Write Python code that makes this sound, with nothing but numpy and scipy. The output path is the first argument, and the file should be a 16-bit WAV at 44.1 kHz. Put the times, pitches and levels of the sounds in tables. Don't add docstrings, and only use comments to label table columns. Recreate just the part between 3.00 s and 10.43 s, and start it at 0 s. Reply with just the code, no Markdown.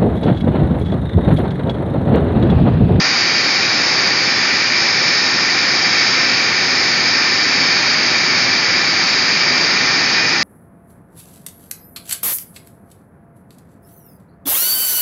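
import sys
import numpy as np
from scipy import signal
from scipy.fft import rfft, irfft, next_fast_len
from scipy.io import wavfile

SR = 44100
rng = np.random.default_rng(int(sys.argv[2]) if len(sys.argv) > 2 else 0)


def wrap_up_sound(samples):
    columns = np.atleast_2d(samples).T
    tamed = np.clip(columns, -1, 1)
    steps = np.round(tamed * 32767).astype(np.int16)
    wavfile.write(sys.argv[1], SR, steps)


def boost_factor(decibels):
    exponent = np.asarray(decibels, float) / 20
    return 10 ** exponent


N = 327663


def rms_one(x):
    return x / np.sqrt(np.mean(x ** 2) + 1e-20)


def in_time(rows):
    s, *columns = np.transpose(rows)
    return [np.interp(np.arange(N) / SR, s, column) for column in columns]


def shaped(x, points):
    size = next_fast_len(N)
    hz, db = np.transpose(points)
    bin_hz = np.arange(size // 2 + 1) * SR / size
    gain = boost_factor(np.interp(np.log(bin_hz + 1), np.log(hz), db))
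    return irfft(rfft(x, size) * gain, size)[:N]


def drift(rate_hz):
    r = np.exp(-200 * np.pi * rate_hz / SR)
    noise = rng.standard_normal(N // 100 + 1002)
    slow = signal.lfilter([1], [1, -2 * r, r * r], noise)[1000:]
    return np.interp(np.arange(N) / 100, np.arange(len(slow)), rms_one(slow))


def peak(x, hz, width_hz, db):
    r = np.exp(-np.pi * width_hz / SR)
    zeros = np.array([1, 0, -1]) * (1 - r * r) / 2
    poles = [1, -2 * r * np.cos(2 * np.pi * hz / SR), r * r]
    return x + (boost_factor(db) - 1) * signal.lfilter(zeros, poles, x)


def patchy(x, own_db, shared_db):
    size = next_fast_len(N)
    spectrum = rfft(x, size)
    hz = np.linspace(1, SR / 2, size // 2 + 1)
    octaves = np.log2(np.clip(hz, 32, 16384))
    out, together = 0, drift(1.0)
    for octave in range(5, 15):
        share = np.clip(1 - abs(octaves - octave), 0, 1)
        band = irfft(spectrum * share, size)[:N]
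        out = out + band * boost_factor(shared_db * together + own_db * drift(14.0))
    return out


def lines(turns, multiples, fixed_fades, fade_db, fade_rate_hz, flicker_db):
    out = 0
    for multiple, db in multiples:
        k = round(multiple)
        fade = fade_db * drift(fade_rate_hz) + flicker_db * drift(3.0)
        start = rng.random()
        envelope = rms_one(boost_factor(fixed_fades.get(k, fade)))
        out = out + boost_factor(db) * envelope * np.sqrt(2) * np.sin(2 * np.pi * (k * turns + start))
    return out


def air():
    # (time [s], level [dB])
    air_flow = [
        (0.0, -14),
        (0.54, -14),
        (1.2, -14),
        (2.77, -14),
        (3.06, -13),
        (3.6, -14),
        (4.2, -13.5),
        (5.2, -13.5),
        (7.43, -14),
    ]
    # (frequency [Hz], density [dB per Hz])
    rumble_spectrum = [(25, -46), (40, -38.5), (65, -23), (105, -5.5), (170, -3), (270, 0), (380, 0.5),
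                       (470, -4.5), (640, -5), (800, -2), (1100, -9), (1600, -13), (2500, -37)]
    jet_spectrum = [(500, -30.5), (900, -15.5), (1300, -8), (1800, -6), (2200, -6.5), (2700, -11),
                    (3200, -16), (3700, -13), (4200, -9.5), (4800, -7.5), (5300, -7), (5600, -14.5),
                    (6200, -14.5), (7500, -17)]
    # (frequency [Hz], width [Hz], lift over the jet [dB])
    port_cavities = [(2235, 100, 3), (2353, 187, 5.5), (2460, 60, 2), (4554, 77, 2), (4650, 250, 5),
                     (4944, 200, 4.5), (6150, 59, -2.5)]
    # (frequency [Hz], width [Hz], lift [dB])
    edge_whistles = [(1982, 30, 5), (2360, 30, 4), (3168, 18, 9), (3525, 30, 3), (3698, 22, 6),
                     (3825, 20, 4), (4050, 40, 3)]
    # (frequency [Hz], width [Hz], lift [dB])
    duct_modes = [(67, 6, 8), (123.8, 6.2, 5), (196, 4.6, 3.5), (260, 16, 2), (518, 5, 4), (1350, 6.1, 1.5)]

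    jet_db, = in_time(air_flow)
    swell_db = 1.1 * (jet_db - jet_db.mean())
    rumble_db = -27.5 + 0.4 * drift(1.5)

    jet = shaped(rng.standard_normal(N), jet_spectrum)
    for hz, width_hz, db in [*port_cavities, *edge_whistles]:
        jet = peak(jet, hz, width_hz, db)
    jet = peak(jet, 2200, 900, swell_db)

    rumble = shaped(rng.standard_normal(N), rumble_spectrum)
    for hz, width_hz, db in duct_modes:
        rumble = peak(rumble, hz, width_hz, db)
        jet = peak(jet, hz, width_hz, db)

    flow_noise = boost_factor(rumble_db) * rms_one(rumble) + boost_factor(jet_db - 1.3) * rms_one(jet)
    return patchy(flow_noise, own_db=0.42, shared_db=-0.14)


def standing_waves():
    # (multiple of the shaft speed, level re direct sound [dB],
    # extra path at the turn [wavelengths], its change [wavelengths per s of travel])
    wall_echoes = [(19, -2.7, 0.54, 0.719), (19, -8.9, 0.58, 2.899), (19, -8.2, 0.3, -0.809),
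                   (19, -7.4, 0.65, -2.377), (22, -1.4, 0.39, 0.246), (22, -5.4, 0.97, -0.553),
                   (22, -7.1, 0.33, -1.057), (22, -10.5, 0.31, -1.75), (23, -2.1, 0.46, 0.414),
                   (23, -4.9, 0.31, -0.9), (23, -6.0, 0.65, -0.222), (23, -8.0, 0.12, -1.272),
                   (26, -0.0, 0.59, -0.026), (26, -14.2, 0.51, 1.947), (26, -14.4, 0.44, -1.311),
                   (26, -13.0, 0.77, 2.496), (26, -12.1, 0.18, -0.764)]
    turn_s, notch_fill = 2.57, 0.12

    s = np.arange(0, N / SR + 0.01, 0.01)
    sums = {}
    for multiple, db, path, change in wall_echoes:
        k = round(multiple)
        wavelengths = path + change * abs(s - turn_s)
        sums[k] = sums.get(k, 1) + boost_factor(db) * np.exp(2j * np.pi * wavelengths)

    fades = {}
    for k, total in sums.items():
        level_db = 10 * np.log10(abs(total) ** 2 + notch_fill ** 2)
        fades[k] = np.interp(np.arange(N) / SR, s, level_db)
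    return fades


def turbine():
    # (time [s], speed [turns per s])
    shaft_speed = [(0.0, 204.63), (0.5, 204.58), (1.4, 204.3), (2.1, 204.45), (2.6, 204.28), (3.5, 204.68),
                   (4.0, 204.6), (4.5, 204.43), (5.0, 204.37), (5.8, 204.6), (6.3, 204.46), (7.0, 204.88),
                   (7.43, 204.88)]
    # (multiple of the shaft speed, level [dB rms])
    turbine_lines = [(8, -50.4), (9, -55.8), (10, -56.6), (11, -39.9), (12, -37.2), (13, -49.9),
                     (14, -46.8), (15, -55.3), (16, -47.0), (17, -46.7), (18, -48.4), (19, -36.3),
                     (20, -43.4), (21, -40.2), (22, -33.8), (23, -31.0), (24, -49.6), (25, -37.5),
                     (26, -30.5), (27, -51.1), (28, -45.1), (29, -43.9), (30, -47.8), (31, -44.3),
                     (32, -54.7), (33, -49.1), (34, -53.2), (35, -42.5), (36, -48.6)]

    flutter = 0.0019 * drift(4.0)
    turns = np.cumsum(in_time(shaft_speed)[0]) / SR + flutter
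    return lines(turns, turbine_lines, standing_waves(), fade_db=4.5, fade_rate_hz=0.8, flicker_db=2.5)


def fan_tones():
    # (multiple of the fan speed, level [dB rms])
    fan_lines = [(5, -60.6), (7, -53.8), (11, -46.3), (12, -45.6), (16, -47.7), (17, -44.7), (18, -47.9),
                 (23, -45.6), (33, -53.0), (34, -48.0), (37, -46.7), (41, -50.7), (42, -51.6), (47, -50.4),
                 (52, -44.8), (53, -49.7), (56, -47.3), (58, -50.0), (61, -48.6), (74, -48.0), (80, -47.6),
                 (97, -46.6), (107, -45.6), (118, -35.9), (120, -37.3), (122, -31.1), (123, -35.2),
                 (124, -41.1), (127, -43.9), (130, -43.6)]
    slot_lines = [122, 123]
    # (time [s], lower tone [dB], upper tone [dB])
    slot_drift = [(0.0, -0.5, 1), (0.6, -2.5, -6.5), (1.3, -1.5, 2.5), (2.4, 1.5, -1), (3.4, -0.5, -3.5),
                  (4.2, 2, 1.5), (5.3, 0.5, -10.5), (5.9, -6, 1), (6.5, -2, 5), (7.0, 4, 4), (7.43, 4, 0)]

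    turns = 14.881 * np.arange(N) / SR
    slot_fades = dict(zip(slot_lines, in_time(slot_drift)))
    return lines(turns, fan_lines, slot_fades, fade_db=2.5, fade_rate_hz=0.34, flicker_db=-0.5)


def scene():
    return (air() + turbine() + fan_tones())[None]


def top_cut(x):
    return signal.sosfilt(signal.butter(12, 9250, fs=SR, output="sos"), x)


def record(dry):
    # (frequency [Hz], level [dB])
    bass_cut = [(20, -26.5), (32, -21), (50, -1.5), (70, -0.5)]
    treble_cut = [(6500, 0), (6950, -5), (7150, -12), (7350, -23), (7500, -36), (7600, -45), (7800, -70),
                  (8000, -110)]
    # (frequency [Hz], level [dB])
    image_response = [(8400, -18), (8600, -21.5), (8850, -32.5), (9100, -44.5), (9300, -57.5), (9700, -120)]

    soft = 1.384 * np.tanh(dry[0] / 1.217)
    x = shaped(soft, [*bass_cut, *treble_cut])
    carrier = np.cos(2 * np.pi * 16000 * np.arange(N) / SR)
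    mirror = shaped(2 * x * carrier, image_response)
    return top_cut((x + boost_factor(1) * mirror)[None])


dry = scene()
out = record(dry)
wrap_up_sound(out)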